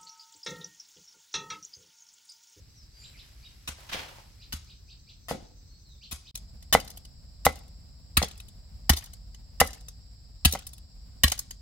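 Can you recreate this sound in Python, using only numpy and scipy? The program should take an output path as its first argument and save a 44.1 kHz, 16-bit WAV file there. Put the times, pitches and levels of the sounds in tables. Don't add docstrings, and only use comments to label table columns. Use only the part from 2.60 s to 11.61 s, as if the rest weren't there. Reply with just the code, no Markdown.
import sys
import numpy as np
from scipy import signal
from scipy.fft import rfft, irfft, next_fast_len
from scipy.io import wavfile
from scipy.ndimage import uniform_filter1d

SR = 44100
rng = np.random.default_rng(int(sys.argv[2]) if len(sys.argv) > 2 else 0)


def to_wav(sig):
    pcm = np.clip(np.atleast_2d(sig), -1, 1) * 32767
    pcm = np.round(pcm).astype(np.int16)
    wavfile.write(sys.argv[1], SR, pcm.T)


N = 397341
TIME = np.arange(N) / SR

# start_s, end_s
GAP = (3.712, 3.745)
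# frequency_hz, density_db
AIR_FAR = [(20, -10.5), (50, 4), (110, -6), (200, -17.5), (400, -29), (900, -36.5), (2500, -39),
           (9000, -53), (16000, -40.5)]
AIR_CLOSE = [(20, -13), (48, 2.5), (110, -12), (220, -23), (380, -37.5), (650, -34.5), (1200, -44),
             (3000, -47), (9000, -54.5), (16000, -52)]
AIR_FAR_DB, AIR_CLOSE_DB = -52.5, -48
# peak_s, half_width_s (to 1/e of the gain in dB), gain_db
GUSTS = [(3.904, 0.46, 3), (5.898, 1.2, 3), (8.617, 0.2, 4)]
# centre_hz, width_hz, far_level_db, close_level_db
INSECTS = [(4200, 300, -70, -71.5), (4800, 160, -71, -66), (5290, 200, -69, -66.5), (7570, 240, -71, -69.5)]
# frequency_hz, correlation (0 to 1)
LIKENESS = [(60, 0.94), (130, .92), (290, 0.29), (640, 0.12), (1410, 0.2), (16000, 0.29)]
# frequency_hz, t60_s
GARDEN_DECAY = [(100, 0.42), (600, 0.52), (2000, 0.41), (5000, 0.53), (15000, 0.1)]

# leap_s, level_db
CHIRPS = [(0.451, -46), (.598, -46), (0.856, -47), (1.827, -48), (2.106, -49), (2.31, -48), (2.498, -48.5),
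          (3.441, -44.5), (3.679, -47)]
# start_s, length_s, start_hz, end_hz, level_db
WHISTLES = [(0.146, 0.091, 6280, 4700, -54.5), (0.326, 0.13, 4760, 4730, -53.5),
            (0.385, 0.11, 7000, 7730, -54), (0.534, 0.031, 2740, 1950, -53),
            (3.089, 0.087, 4180, 4480, -57.5), (3.226, 0.14, 4610, 3470, -58.5)]
CHIRP_LEAD_S, CHIRP_TAIL_S = 0.033, 0.026
CHIRP_END_HZ, CHIRP_ARCH_HZ, CHIRP_LEAP_HZ = 1898, 2630, 4290
LEAP_RISE_S, LEAP_FALL_S, ARCH_DB, LEAP_DB = 0.0066, .01, -2, 4
CHIRP_QUAVER, WHISTLE_QUAVER = 0.043, 0.0197

# start_s, end_s, level_db
LEAVES = [(-.2, 2.03, -70.5), (.33, 0.69, -62), (.75, 1.7, -66)]
LEAF_RISE_S, LEAF_FALL_DB_PER_S = 0.055, 46
# frequency_hz, level_db
LEAF = [(300, 7.5), (1000, 3.5), (2200, 8.5), (5000, 5), (9000, -3), (12000, 2.5), (16000, -19)]
# start_s, level_db, rise_s, fall_db_per_s
LANDINGS = [(1.289, -41, 0.0043, 250), (1.312, -30.5, 0.027, 267), (1.374, -39.5, 0.0087, 121)]
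LANDING_DULL_DB = -5.5
ROLL_FROM_S, ROLL_TO_S, ROLL_DB, ROLL_RISE_S, ROLL_FALL_DB_PER_S = 1.16, 1.6, -55.5, .03, 157
# frequency_hz, level_db
POLES_BRIGHT = [(80, -1), (300, -6.5), (700, -25), (1400, 0), (3200, 1.5), (6000, -8.5), (10000, -36),
                (16000, -27)]
POLES_DULL = [(80, -1), (400, -9.5), (900, 7.5), (1600, 0), (4000, -1), (16000, -12.5)]
# start_s, pitch_hz, level_db
CLACKS = [(1.187, 690, -45), (1.585, 860, -41.5)]

# start_s, cut_length_s, tearing_db, tilt_db_per_octave, stake_ring_db, stump_thump_db
STROKES = [(1.075, 0.017, -33.5, -2.5, -52, -35.5), (1.924, 0.016, -34, -0.5, -53, -29.5),
           (2.684, 0.042, -37.5, -3.5, -56, -39), (3.511, 0.02, -37, -1, -64, -34),
           (4.1258, 0.02, -17.5, -1, -26.5, -25), (4.851, 0.011, -18.5, 1.5, -31.5, -22),
           (5.569, 0.0087, -14, -0.5, -22, -16.5), (6.2943, 0.008, -12.5, -1, -25.5, -11),
           (7.001, 0.01, -14.5, -0.1, -24.5, -22), (7.849, 0.0098, -12, -1, -24, -12.5),
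           (8.6346, 0.0086, -13, -1, -17.5, -14)]
# start_s, strength_db, tilt_db_per_octave, rebound_delay_s, rebound_db
KNOCKS = [(2.7111, 16.5, -8, 0.0057, 1), (4.1502, 32, -2, 0.0044, 4), (4.866, 30.5, -1.5, 0.0038, 16),
          (5.6181, 15, -4.5, 0.016, 14.5), (7.0145, 29.5, -2, 0.0039, 18), (7.935, 1.5, -18, 0.00524, -14),
          (7.9514, 10.5, -1.5, 0.0053, 10), (8.7224, 1, 4.5, 0.0068, -2.5)]
# start_s, level_db, tilt_db_per_octave
CHIPS = [(3.523, -32.5, 3.5), (3.753, -31, -1), (3.773, -40.5, -1), (4.025, -48.5, -2),
         (4.199, -35.5, -4.5), (4.276, -42.5, -3.5), (4.301, -40, 2), (4.372, -41, 1), (4.45, -47, -4),
         (5.6257, -22, -10), (5.642, -33.5, -5), (5.8, -42.5, -4.5), (5.883, -48, -2), (6.333, -29.5, -7.5),
         (6.369, -29.5, -2.5), (6.38, -38, -4), (6.439, -41, 2), (6.534, -44.5, -2), (6.745, -50, -6.5),
         (7.072, -34, 0), (7.131, -41, -3.5), (7.283, -39, -2), (7.9228, -23, 0.5), (7.934, -29, -2.5),
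         (8.067, -33.5, 1), (8.1312, -41, 1.5), (8.179, -49.5, -1), (8.678, -26.5, -5),
         (8.7177, -19.5, -2.5), (8.79, -25, 3), (8.908, -35.5, -2.5)]
# frequency_hz, level_db
TEAR = [(100, -3), (400, -9.5), (900, -2), (2000, -2), (4500, 1.5), (8000, 1), (12000, 0.5), (16000, -6.5)]
CHIP = [(200, -22), (1000, -23), (2500, -10), (3700, 1), (7000, 4.5), (11000, 4), (16000, -5)]
STUMP = [(50, -23), (150, -14), (250, -10.5), (350, -22), (410, -14), (500, -2.5), (620, -5.5), (770, 2),
         (950, -6.5), (1400, -8.5), (1750, -23), (2030, -3.5), (2500, -23.5), (4000, -20.5), (12000, -34)]
# frequency_hz, level_db
ECHO_COLOUR = [(100, 3), (350, 8.5), (560, -2), (770, -5), (1100, -5.5), (1500, 0), (2030, -1), (3000, 3),
               (8000, 1.5)]
# pitch_hz, level_db
STAKE = [(1130, -7.5), (1210, -7), (1310, 0), (1710, -4.5), (1850, 2), (2350, -11.5), (2880, -6), (3100, 3),
         (3570, -1), (3930, 1.5), (4200, 2), (4800, -3), (5380, -6.5)]
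STAKE_T60_S = .03
# pitch_hz, level_db, t60_s
BLADE = [(555, -67, .13), (1280, -75, .14), (2020, -69, .14), (2340, -79, .1), (3730, -77, .12)]
# lowest_hz, highest_hz
CHIP_RANGE = (3200, 7500)
CHIP_S = .0055
SHOWER_FROM_S, SHOWER_TO_S, SHOWER_DB, SHOWER_FALL_DB_PER_S = 0.036, .3, -22, 64.5


def amp(db):
    return 10 ** (np.asarray(db) / 20)


def unit(x):
    return x / np.sqrt(np.mean(x ** 2) + 1e-20)


def read(points, hz):
    f, value = np.transpose(points)
    return np.interp(np.log(hz + 1), np.log(f + 1), value)


def add(mix, s, sound):
    part = mix[round(s * SR):][:len(sound)]
    part += sound[:len(part)]


def swell(start, end, rise_s, fall_db_per_s):
    rise = np.clip((TIME - start) / rise_s, 0, 1)
    return rise * amp(-fall_db_per_s * np.clip(TIME - end, 0, 2))


def wander(below_hz):
    size = next_fast_len(N)
    spectrum = rfft(rng.standard_normal(size))
    return unit(irfft(spectrum * (np.fft.rfftfreq(size, 1 / SR) < below_hz), size)[:N])


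def correlate(a, b, likeness):
    return np.array([a, likeness * a + np.sqrt(1 - likeness ** 2) * b])


def diffuse(colour, grain_db=0):
    size = next_fast_len(N)
    hz = np.fft.rfftfreq(size, 1 / SR)
    clumps = amp(grain_db * np.repeat(rng.standard_normal(size), 48)[:size])
    a, b = rfft(rng.standard_normal((2, size)) * clumps)
    stereo = correlate(a, b, read(LIKENESS, hz))
    return unit(irfft(stereo * amp(read(colour, hz)), size)[:, :N])


def click(colour, tilt_db=0, pivot_hz=700, size=4096):
    hz = np.fft.rfftfreq(size, 1 / SR)
    level_db = read(colour, hz) + tilt_db * np.log2(np.maximum(hz / pivot_hz, .5))
    log_gain = np.log(amp(level_db))
    both_sides = np.r_[log_gain, log_gain[-2:0:-1]]
    return np.fft.ifft(np.exp(np.conj(signal.hilbert(both_sides)))).real


def ring(modes, detune=0):
    longest_s = max(t60 for _, _, t60 in modes)
    t = np.arange(round(1.2 * SR * longest_s) + 64) / SR
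    sound = 0
    for hz, db, t60 in modes:
        shifted_hz = hz * (1 + detune * rng.uniform(-1, 1))
        sound = sound + amp(db - 60 * t / t60) * np.sin(2 * np.pi * shifted_hz * t)
    return sound


def crackle(length, grain_db=3.5, fade_s=.0025):
    t = np.arange(SR // 12) / SR
    grain = np.repeat(rng.standard_normal(len(t)).clip(-2, 2), 12)[:len(t)]
    snaps = rng.standard_normal(len(t)) * amp(grain_db * grain)
    force = np.interp(t, [0, length / 2, length], [1, 1, .5])
    return snaps * force * np.exp(-np.maximum(t - length, 0) / fade_s)


def burst(drive, body, length):
    sound = signal.fftconvolve(drive, body)
    return sound * np.sqrt(length * SR / np.sum(sound ** 2))


def scatter(x, t60s, rise_s):
    size = SR * 3 // 4
    clusters = amp(2.5 * unit(uniform_filter1d(rng.standard_normal(size), size=200)))
    hz, t, z = signal.stft(rng.standard_normal((2, size)) * clusters, SR, nperseg=256)
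    z = correlate(z[0], z[1], read(LIKENESS, hz)[:, None])
    decay = np.exp(-np.log(1000) * t / read(t60s, hz)[:, None])
    tail = signal.istft(z * decay, SR, nperseg=256)[1]
    tail = tail * (1 - np.exp(-np.arange(tail.shape[1]) / SR / rise_s))
    return signal.fftconvolve(x[None], tail / np.linalg.norm(tail[0]), axes=1)[:, :N]


def from_left(x, lead_s, balance_db):
    lag = round(lead_s * SR)
    delayed = np.r_[np.zeros(lag), x][:N]
    return np.array([x * amp(balance_db / 2), delayed * amp(-balance_db / 2)])


def air():
    gust_db = sum(db * np.exp(-((TIME - s) / half_s) ** 2) for s, half_s, db in GUSTS)
    far = amp(AIR_FAR_DB) * diffuse(AIR_FAR)
    close = amp(AIR_CLOSE_DB + gust_db) * diffuse(AIR_CLOSE)
    rumble = np.where(TIME < GAP[0], far, close) * amp(1.2 * wander(20))
    return signal.sosfilt(signal.butter(2, 30, "high", fs=SR, output="sos"), rumble)


def buzz(centre_hz, width_hz):
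    size = next_fast_len(N)
    band = np.exp(-((np.fft.rfftfreq(size, 1 / SR) - centre_hz) / (2 * width_hz)) ** 2)
    return unit(irfft(rfft(rng.standard_normal((2, size))) * band, size)[:, :N])


def insects(pulses_per_s=8.7, pulse_at_s=2.41):
    far = TIME < GAP[0]
    chorus = 0
    for hz, width_hz, far_db, close_db in INSECTS:
        chorus = chorus + buzz(hz, width_hz) * amp(np.where(far, far_db, close_db))
    pulses = (1 + .5 * np.cos(2 * np.pi * pulses_per_s * (TIME - pulse_at_s))) / 2 * far
    pulsing_db = np.interp(TIME, [1.5, 3], [-68, -64])
    return chorus * amp(.5 * wander(20)) + buzz(6080, 120) * pulses * amp(pulsing_db)


def quaver(hz, share):
    return hz * (1 + share * unit(uniform_filter1d(rng.standard_normal(len(hz)), size=60)))


def chirp(throat_hz=4000, throat_width_hz=1400):
    t = np.arange(-CHIRP_LEAD_S, CHIRP_TAIL_S, 1 / SR)
    stretch, pitch, height = 1 + rng.uniform(-1, 1, 3) * [.3, .05, .15]
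    arch = np.sqrt(abs(np.sin(np.linspace(0, np.pi, len(t)))))
    leap = np.exp(-(t / stretch / np.where(t < 0, LEAP_RISE_S, LEAP_FALL_S)) ** 2)
    arch_hz = CHIRP_END_HZ + (CHIRP_ARCH_HZ - CHIRP_END_HZ) * arch
    leap_hz = (CHIRP_LEAP_HZ - CHIRP_ARCH_HZ) * leap * height
    hz = quaver(pitch * (arch_hz + leap_hz), CHIRP_QUAVER)
    phase = 2 * np.pi * np.cumsum(hz) / SR
    tone = 0
    for k in (1, 2):
        tone = tone + np.sin(k * phase) / (1 + ((k * hz - throat_hz) / throat_width_hz) ** 4)
    return arch * amp(ARCH_DB + LEAP_DB * leap) * tone


def whistle(length, start_hz, end_hz):
    u = np.linspace(0, 1, round(length * SR))
    hz = quaver(start_hz * (end_hz / start_hz) ** u, WHISTLE_QUAVER)
    return np.sqrt(abs(np.sin(np.pi * u))) * np.sin(2 * np.pi * np.cumsum(hz) / SR)


def birds():
    calls = np.zeros(N)
    for s, db in CHIRPS:
        add(calls, s - CHIRP_LEAD_S, amp(db) * chirp())
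    for s, length, start_hz, end_hz, db in WHISTLES:
        add(calls, s, amp(db) * whistle(length, start_hz, end_hz))
    smeared = scatter(calls, [(2000, 0.27), (8000, 0.27)], rise_s=0.0065)
    return amp(-5.0) * calls + amp(-2.5) * smeared


def bundle_motion():
    power = sum((amp(db) * swell(s, s + rise_s, rise_s, fall)) ** 2 for s, db, rise_s, fall in LANDINGS)
    roll = amp(ROLL_DB) * swell(ROLL_FROM_S, ROLL_TO_S, ROLL_RISE_S, ROLL_FALL_DB_PER_S)
    return np.sqrt(power), roll


def leaves():
    power = 0
    for start, end, db in LEAVES:
        power = power + (amp(db) * swell(start, end, LEAF_RISE_S, LEAF_FALL_DB_PER_S)) ** 2
    return np.sqrt(power) * diffuse(LEAF, grain_db=2.5)


def bundle():
    clash, roll = bundle_motion()
    dull = np.hypot(roll, amp(LANDING_DULL_DB) * clash)
    clatter = clash * diffuse(POLES_BRIGHT) + dull * diffuse(POLES_DULL, grain_db=1.0)
    return clatter * amp(1.7 * wander(80))


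def pole_clacks(count=30, t60=0.016):
    out, force = np.zeros(N), np.hypot(*bundle_motion())
    clacks = [(s, hz, amp(db)) for s, hz, db in CLACKS]
    for when, pitch, luck in rng.random((count, 3)):
        s = ROLL_FROM_S + (ROLL_TO_S - ROLL_FROM_S) * when
        clacks.append((s, 520 + 700 * pitch, force[round(s * SR)] * amp(5 * luck)))
    for s, hz, gain in clacks:
        add(out, s, gain * ring([(hz, 0, t60), (hz * 2.76, -2, t60 / 2), (hz * 5.4, -5, t60 / 2)]))
    return from_left(out, lead_s=.00018, balance_db=2) + amp(-4) * scatter(out, GARDEN_DECAY, rise_s=.005)


def debris(count=14, fall_db_per_s=95, level_db=-21, t60=0.013):
    out = np.zeros(N)
    for s, _, tear_db, *_ in STROKES:
        for when, pitch, force in rng.random((count, 3)):
            delay = .03 + .16 * when
            hz = 1200 * 3.5 ** pitch
            tick = ring([(hz, 0, t60), (hz * 1.9, -1, t60 / 2), (hz * 4.5, -2, t60 / 2)])
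            add(out, s + delay, amp(tear_db + level_db - fall_db_per_s * delay + 3 * force) * tick)
    return out


def chip(db, tilt_db, ring_db=-6):
    snaps = crackle(CHIP_S, grain_db=4.5, fade_s=.0008)
    modes = [(hz, tilt_db * np.log2(hz), .022) for hz in rng.uniform(*CHIP_RANGE, size=6)]
    sound = np.zeros(SR // 8)
    add(sound, 0, burst(snaps, click(CHIP, tilt_db, size=1024), CHIP_S))
    add(sound, 0, amp(ring_db) * burst(snaps, ring(modes), CHIP_S))
    return amp(db) * sound


def chips(count=5, shower_tilt_db=-2, spread_db=3):
    out = np.zeros(N)
    for s, db, tilt_db in CHIPS:
        add(out, s, chip(db, tilt_db))
    for s, _, tear_db, *_ in STROKES:
        for k, (when, force, colour) in enumerate(rng.random((count, 3))):
            delay = SHOWER_FROM_S * (SHOWER_TO_S / SHOWER_FROM_S) ** ((k + when) / count)
            db = tear_db + SHOWER_DB - SHOWER_FALL_DB_PER_S * delay + spread_db * (2 * force - 1)
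            add(out, s + delay, chip(db, shower_tilt_db + 2 * (2 * colour - 1)))
    return out


def cuts(release_db=-2):
    out = np.zeros(N)
    thin_stake = signal.butter(4, 900, "high", fs=SR, output="sos")
    for s, length, tear_db, tilt_db, stake_db, _ in STROKES:
        fibres = crackle(length, grain_db=4.2, fade_s=.0014)
        stake = ring([(hz, db, STAKE_T60_S) for hz, db in STAKE], detune=0.013)
        stake = signal.sosfilt(thin_stake, stake)
        add(out, s, amp(tear_db) * burst(fibres, click(TEAR, tilt_db, pivot_hz=2000), length))
        flex = fibres / np.linalg.norm(fibres)
        flex[round(length * SR / 2)] += amp(release_db)
        add(out, s, amp(stake_db) * burst(flex, stake, length))
    return out


def give(x, hz, radius):
    denominator = [1, -2 * radius * np.cos(2 * np.pi * hz / SR), radius * radius]
    return signal.lfilter(denominator[::-1], denominator, x)


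def blade_knocks():
    out = np.zeros(N)
    for s, first_db, tilt_db, rebound_s, rebound_db in KNOCKS:
        for at, db in (s, first_db), (s + rebound_s, rebound_db):
            add(out, at, -amp(db) * give(click(STUMP, tilt_db), hz=1000, radius=.86))
            add(out, at, amp(db - 0.5) * ring(BLADE, detune=0.021))
    return out


def stump_thumps():
    out = np.zeros(N)
    for s, length, _, _, _, db in STROKES:
        add(out, s + .75 * length, ring([(74, db, .16), (135, db - 3, .035), (215, db - 4, .035)]))
    return signal.sosfilt(signal.butter(3, [35, 300], "band", fs=SR, output="sos"), out)


def litter_echoes(x, count=3):
    t = np.arange(SR // 60) / SR
    envelope = (1 - np.exp(-t / .0008)) * np.exp(-t / .0018)
    taps = rng.standard_normal((count, 2, len(t))) * envelope
    taps /= np.linalg.norm(taps, axis=2, keepdims=True)
    pattern = np.searchsorted([stroke[0] - .1 for stroke in STROKES], TIME) % count
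    out = 0
    for k in range(count):
        out = out + signal.oaconvolve((x * (pattern == k))[None], taps[k], axes=1)[:, :N]
    return out


def chopping():
    knocks = blade_knocks()
    cracks = cuts() + chips() + debris()
    afar = TIME < GAP[0]
    direct = from_left(cracks * afar, lead_s=.00018, balance_db=3)
    direct = direct + from_left(cracks * ~afar, lead_s=.00007, balance_db=1.5)
    thock = from_left(knocks, lead_s=.00003, balance_db=0)
    litter = litter_echoes(cracks)
    spread = cracks + signal.oaconvolve(knocks, click(ECHO_COLOUR))[:N]
    far, near = spread * afar, spread * ~afar
    stem_decay = [(200, 0.0625), (2000, 0.089), (12000, 0.053)]  # frequency_hz, t60_s
    stems = scatter(amp(-8.5) * far + amp(-11.0) * near, stem_decay, rise_s=0.0049)
    trees = scatter(amp(-10) * far + amp(-22.5) * near, GARDEN_DECAY, rise_s=0.0077)
    echoes = (amp(-1.0) * litter + stems + trees) * amp([[.9], [-.9]])
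    return amp(-6.5) * direct + thock + stump_thumps() + echoes


def scene():
    heard = uniform_filter1d(1. * ((TIME < GAP[0]) | (TIME > GAP[1])), size=100)
    mix = air() + insects() + birds() + leaves() + bundle() + pole_clacks() + chopping()
    return mix * np.maximum(heard, amp(-40))


def record(dry):
    low_pass = signal.firwin(301, 16050, window=("kaiser", 8), fs=SR)
    return signal.oaconvolve(np.clip(dry, -1, 1), low_pass[None], "same")


dry = scene()
out = record(dry)
to_wav(out)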